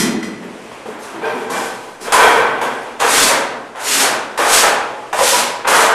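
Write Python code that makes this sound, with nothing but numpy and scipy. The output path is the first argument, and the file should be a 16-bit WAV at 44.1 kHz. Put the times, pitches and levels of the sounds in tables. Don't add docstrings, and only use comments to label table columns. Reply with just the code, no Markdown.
import sys
import numpy as np
from scipy import signal
from scipy.fft import rfft, irfft, next_fast_len
from scipy.io import wavfile
from scipy.ndimage import uniform_filter1d, map_coordinates

SR = 44100
rng = np.random.default_rng(int(sys.argv[2]) if len(sys.argv) > 2 else 0)


def undo_db(level):
    steps = np.asarray(level, float) / 20
    return 10 ** steps


def inscribe(sig):
    pcm = np.round(np.clip(np.atleast_2d(sig).T, -1, 1) * 32767)
    wavfile.write(sys.argv[1], SR, pcm.astype(np.int16))


N = 261954

# (frequency [Hz], t60 [s])
ROOM_DECAY = [(150, 1.63), (500, 1.05), (1500, 0.9), (3000, 0.7), (6000, 0.51), (12000, 0.34)]


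def unit(x):
    return x / np.sqrt(np.mean(x ** 2) + 1e-20)


def along(points, hz):
    f, v = np.transpose(points)
    return np.interp(np.log(hz + 1), np.log(f + 1), v)


def wobble(rate):
    knots = rng.standard_normal(int(N * rate / SR) + 4)
    return map_coordinates(knots, [np.arange(N) * rate / SR])


def filtered(x, response):
    m = next_fast_len(N + SR // 2)
    return irfft(rfft(x, m) * response(np.fft.rfftfreq(m, 1 / SR)), m)[..., :N]


def colour(points):
    return lambda hz: undo_db(along([(points[0][0] / 2, -120)] + points, hz))


def roller():
    # (frequency [Hz], level [dB per Hz])
    rumble_colour = [(60, -60), (130, -12), (180, -16), (235, -3), (330, -6.5), (420, -6.5), (600, -49.5)]
    scrape_colour = [(250, -138), (400, -2.5), (600, 1.5), (1000, 2), (1600, -1), (2200, -8), (3400, -15),
                     (4500, -30), (7000, -48)]
    paint_colour = [(1200, 2), (2200, 2), (3500, 1), (5000, 0.5), (8000, 1), (10500, -2.5), (12500, -8.5),
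                    (14000, -16), (15000, -25)]
    thump, tub, fizz = effort(t60=[.15, .055, .05], rise=0.0042)
    tub = tub * undo_db(3.59 * wobble(30))
    ring = ringing()
    share = 1 / np.sqrt(1 + ring ** 2)
    scrape = tub * share * unit(filtered(grains(spread_db=2.0), colour(scrape_colour)))
    walls = tub * share * ring * unit(filtered(grains(spread_db=0.5), tub_modes))
    low = thump * undo_db(2.0 * wobble(14)) * unit(filtered(grains(spread_db=2.5), colour(rumble_colour)))
    threads = fizz * undo_db(2.84 * wobble(60)) * unit(filtered(grains(spread_db=2), colour(paint_colour)))
    hiss = 0.62 * scrape + 0.71 * threads
    drumming = 0.59 * scrape + 0.42 * threads + walls + low
    return hiss, drumming


def effort(t60, rise):
    # (start [s], length [s], tub at landing [dB], tub at lift [dB], paint fizz at full speed [dB])
    rolls = [
        (2.992, .33, -11, -9.5, -11),
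        (3.749, .33, -25, -12.5, -12),
        (4.38, 0.3, -11.5, -10.5, -12),
        (5.15, .25, -17, -15, -10),
    ]
    # (start [s], length [s], tub at landing [dB], tub at lift [dB], fizz [dB])
    drags = [(0, .1, -18, -37, -60), (.72, .12, -39, -50, -53), (0.853, 0.076, -27.5, -28.5, -44),
             (.98, .2, -33.5, -32, -39.5), (1.3, 0.24, -36, -28, -41.5), (1.211, .13, -18, -30, -47),
             (1.492, 0.24, -20, -41.5, -27), (1.722, 0.32, -37, -43.5, -45), (2, .12, -31.5, -18, -32),
             (2.122, .26, -7, -12.5, -19), (2.408, 0.23, -22, -25, -45), (2.615, .25, -26, -32.5, -40.5),
             (5.666, 0.24, -8.5, -12, -14)]
    # (time [s], thump [dB], tub [dB], snap [dB])
    knocks = [(0.0, -6.5, -40.7, -1.5), (0.09, -13.5, -50.8, -69.7), (0.228, -39, -19, -20),
              (0.425, -24, -16, -40), (0.712, -36, -19, -30), (0.855, -26, -20, -32),
              (0.885, -21, -31, -68.6), (1.04, -28, -20, -34), (1.22, -25, -17, -43),
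              (1.254, -27, -19, -44), (1.501, -11.5, -30, -13.5), (2.011, -19.5, -15, -25),
              (2.078, -34.6, -23, -70.0), (2.121, -68.0, 3, -1.5), (2.613, -18, -6, -15),
              (2.999, -25, -1, -11.5), (3.749, -70.0, -17.5, -49), (4.375, -30, -3.5, -8),
              (5.128, -18, 0.5, -11.5), (5.187, -24, 2.5, -8.5), (1.14, -17, -33, -50),
              (1.33, -18.5, -40, -50), (2.43, -21.5, -40, -60), (5.646, -40, -3.5, -45),
              (5.674, -69.9, -12, -2)]
    power = np.zeros((3, N))
    for row in rolls:
        softer_db = max(row[3] - row[2], 0)
        late, tub, fizz = stroke(row, peak=0.59, start_db=16 + 1.24 * softer_db, end_db=13.5,
                                 sag_db=9, lag=0.19)
        add(power, row[0], np.array([undo_db(-13.5) * late, tub, fizz]))
    for row in drags:
        _, tub, fizz = stroke(row, peak=0.2, start_db=5, end_db=19.5, sag_db=0, lag=0)
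        add(power, row[0], np.array([undo_db(-20.5) * tub, tub, fizz]))
    t = np.arange(SR // 4) / SR
    burst = undo_db(-60 * t / np.array(t60)[:, None]) * (1 - np.exp(-t / rise))
    for s, *dbs in knocks:
        add(power, s, undo_db(np.array(dbs)[:, None]) * burst)
    return np.sqrt(power)


def stroke(row, peak, start_db, end_db, sag_db, lag):
    attack_s, lift_db_per_s, trail_s = 0.0091, 325, 0.25
    _, length, land_db, lift_db, fizz_db = row
    t = np.arange(round((length + trail_s) * SR)) / SR
    u = np.clip(t / length, 0, 1)
    gate = np.clip(t / attack_s, 0, 1) * undo_db(-lift_db_per_s * np.maximum(t - length, 0))

    def swell(p):
        rising = -start_db * (1 - u / p) ** 2
        falling = -end_db * ((u - p) / (1 - p)) ** 2
        return np.where(u < p, rising, falling)

    tub = land_db + (lift_db - land_db) * u - sag_db * np.sin(np.pi * u) ** 2
    return gate * undo_db([lift_db + swell(peak + lag), tub, fizz_db + swell(peak)])


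def add(power, s, envelopes):
    spot = power[:, max(round(s * SR), 0):][:, :envelopes.shape[1]]
    spot += envelopes[:, :spot.shape[1]] ** 2


def ringing():
    touch_s, soak_s = 1.15, 1.95
    away_db, dry_db, wet_db, damp_db_per_s = -9, 0.5, -8.5, 7
    t = np.arange(N) / SR
    soaked = np.maximum(dry_db - damp_db_per_s * np.maximum(t - soak_s, 0), wet_db)
    return undo_db(away_db + (soaked - away_db) * np.clip((t - touch_s) / 0.11, 0, 1))


def tub_modes(f):
    # (centre [Hz], width [Hz], level [dB])
    modes = [(459.5, 24.6, 7), (800, 86, 2), (1008, 157, 1.5), (1127, 75, -8), (1537, 15, 6),
             (2372, 47, -4.5), (3250, 230, -14)]
    total = 0
    for k, (centre, width, db) in enumerate(modes):
        damping = 1j * f * width
        total = total + (-1) ** k * undo_db(db) * damping / (centre * centre - f * f + damping)
    return total


def grains(spread_db):
    return rng.standard_normal(N) * undo_db(spread_db * rng.exponential(size=N))


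def notes():
    # (time [s], frequency [Hz], level [dB], t60 [s])
    struck = [(0.028, 245, -10, 0.26), (0.0, 200, -11.5, 0.31), (0.079, 269, -6.5, 0.066),
              (1.26, 610, -16, 0.13), (2.14, 1020, 0.5, 0.1), (2.2, 1535, -8, 0.35),
              (.228, 2000, -16.5, 0.029), (.228, 2000, -24, 0.044), (.858, 790, -23, 0.092),
              (.856, 500, -20, 0.089), (.885, 438, -10.5, 0.058), (1.24, 1570, -15, 0.12),
              (1.23, 430, -19, 0.63), (1.25, 2475, -22.5, 0.082), (1.5, 1037, -14, 0.074),
              (1.55, 678, -18.5, 0.15), (2.08, 460, -16, 0.12), (2.39, 131, -24, 0.22),
              (3.02, 960, -11, 0.22), (3.301, 936, -12, 0.24), (3.3, 570, -9, 0.097),
              (4.39, 500, -13, 0.28), (4.63, 860, -13.5, 0.43), (4.63, 1324, -10.5, 0.18),
              (5.21, 530.3, -4.5, 0.14), (5.14, 630, -14, 0.11), (5.19, 790, -9.5, 0.093),
              (5.33, 980, -8, 0.17)]
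    out, t = np.zeros(N + SR), np.arange(SR // 2) / SR
    for s, hz, db, t60 in struck:
        phase = 2 * np.pi * hz * t + np.cumsum(rng.normal(0, 0.047, len(t)))
        envelope = undo_db(db - 60 * t / t60) * (1 - np.exp(-t / 0.0019))
        out[max(round(s * SR), 0):][:len(t)] += envelope * np.sin(phase)
    return out[:N]


def clank():
    # (frequency [Hz], level [dB], t60 [s])
    steel = [(1800, -6, 0.73), (1980, -2.5, 1), (2482, -10, 1), (3180, -3.5, 0.57), (4170, -5, 0.6),
             (4840, -7, 0.5), (5100, -6, 0.37), (5850, -3, 0.45), (8050, -5, 0.35), (7130, -8, 0.3),
             (8920, -10, 0.28), (10070, -28, .2), (11000, -18, .3), (11400, -14, .25)]
    # (time [s], level [dB], tilt [dB per kHz])
    clanks = [
        (0, -24.5, 0.5),
        (.228, -37, 0),
        (1.254, -36, -1.5),
    ]
    out, t = np.zeros(N + SR), np.arange(SR) / SR
    for s, db, tilt_db in clanks:
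        for hz, level_db, t60 in steel:
            waver = np.cumsum(rng.normal(0, 0.077, len(t)))
            fading = undo_db(db + level_db + tilt_db * hz / 1000 - 60 * t / t60)
            out[max(round(s * SR), 0):][:len(t)] += fading * np.sin(2 * np.pi * hz * t + waver)
    return out[:N]


def room(x, gap=.006, count=24):
    hz, t, z = signal.stft(rng.standard_normal((count + 1, 3 * SR // 2)), SR, nperseg=256)
    t60 = along(ROOM_DECAY, hz)[:, None]
    tails = signal.istft(z * undo_db(-60 * t / t60) / np.sqrt(t60), SR, nperseg=256)[1]
    tails = np.pad(tails / np.linalg.norm(tails[0]), ((0, 0), (round(gap * SR), 0)))
    step = N // count + 1
    fade = np.sin(np.pi * np.arange(2 * step) / (2 * step))
    padded, out = np.pad(x, (step, 2 * step)), np.zeros(N + 3 * step + 2 * SR)
    for k, tail in enumerate(tails):
        echo = signal.fftconvolve(padded[k * step:][:2 * step] * fade, tail)
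        out[k * step:][:len(echo)] += echo
    return out[step:step + N]


def wash(x, gap=.008):
    hz, t, z = signal.stft(x, SR, nperseg=256)
    keeps = undo_db(-120 * t[1] / along(ROOM_DECAY, hz))
    energy = [signal.lfilter([1 - keep], [1, -keep], row) for keep, row in zip(keeps, np.abs(z) ** 2)]
    fresh = signal.stft(unit(rng.standard_normal(N)), SR, nperseg=256)[2]
    fresh = fresh / np.sqrt(np.mean(np.abs(fresh) ** 2))
    echo = signal.istft(np.sqrt(energy) * fresh, SR, nperseg=256)[1]
    return np.pad(echo, (round(gap * SR), 0))[:N]


def air():
    # (frequency [Hz], level [dB per Hz])
    air_colour = [(25, 11), (60, 2), (95, -9), (125, 6), (160, -16), (240, -5.5), (500, 5), (1200, -6.5),
                  (2500, -8.5), (4000, -17), (9000, -21.5), (14500, -36)]
    sway = undo_db(-38.5 + 2.7 * wobble(4.15))
    return sway * unit(filtered(rng.standard_normal(N), colour(air_colour)))


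def scene():
    hiss, drumming = roller()
    tones = notes()
    direct = undo_db(-10.0) * (hiss + drumming) + undo_db(-2.5) * tones
    echoes = undo_db(-1.96) * (wash(hiss) + room(drumming + tones))
    mono = direct + echoes + clank() + air()
    return np.array([mono, mono])


def gain_control(x, knee_db, treble, memory):
    sensed = x ** 2 + treble * np.diff(x, prepend=0) ** 2
    keep = np.exp(-1 / (memory * SR))
    level = signal.lfilter([1 - keep], [1, -keep], sensed)
    return x / (1 + level / undo_db(2 * knee_db)) ** 0.18


def treble_muting(x, error_db, ragged_db):
    # (frequency [Hz], level under the loudest cell of the moment [dB])
    muted = [(3000, -83), (7000, -57.5), (9000, -66), (11500, -65), (13500, -47), (15000, -34)]
    hz, _, z = signal.stft(x, SR, nperseg=1024)
    band = uniform_filter1d(np.abs(z) ** 2, size=5, axis=0)
    patches = uniform_filter1d(rng.standard_normal(z.shape), size=6, axis=0)
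    ragged = ragged_db * unit(uniform_filter1d(patches, size=4, axis=1))
    bar = undo_db(2 * (along(muted, hz)[:, None] + ragged)) * band.max(axis=0) ** 0.67
    kept = z * (band > bar)
    error = undo_db(error_db) * kept * rng.standard_normal(z.shape) * (hz < 1700)[:, None]
    return signal.istft(np.array([kept + error, kept - error]), SR, nperseg=1024)[1][:, :N]


def stereo_lean(hz):
    lean_db = along([(60, .6), (500, 0.092), (1500, 0.038), (2500, 0.16)], hz)
    return undo_db(np.array([[.5], [-.5]]) * lean_db) * (hz < 15030)


def band_limit(x):
    return signal.sosfilt(signal.butter(12, 15030, fs=SR, output="sos"), x)


def record(dry):
    x = gain_control(dry[0], knee_db=-6.0, treble=0.86, memory=0.029)
    x = x / (1 + np.abs(x / .85) ** 5) ** (1 / 5)
    x = filtered(x, lambda hz: (hz / 110) ** 2 / (1 + (hz / 110) ** 2))
    bent = x ** 2 + 3 * np.diff(x, prepend=0) ** 2
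    x = x + undo_db(-8.0) * filtered(bent, lambda hz: (hz > 18) / (1 + (hz / 60) ** 2))
    x = filtered(treble_muting(x, error_db=-32.5, ragged_db=10), stereo_lean)
    mix = np.clip(1.27 * x, -1, 1)
    return band_limit(mix)


dry = scene()
out = record(dry)
inscribe(out)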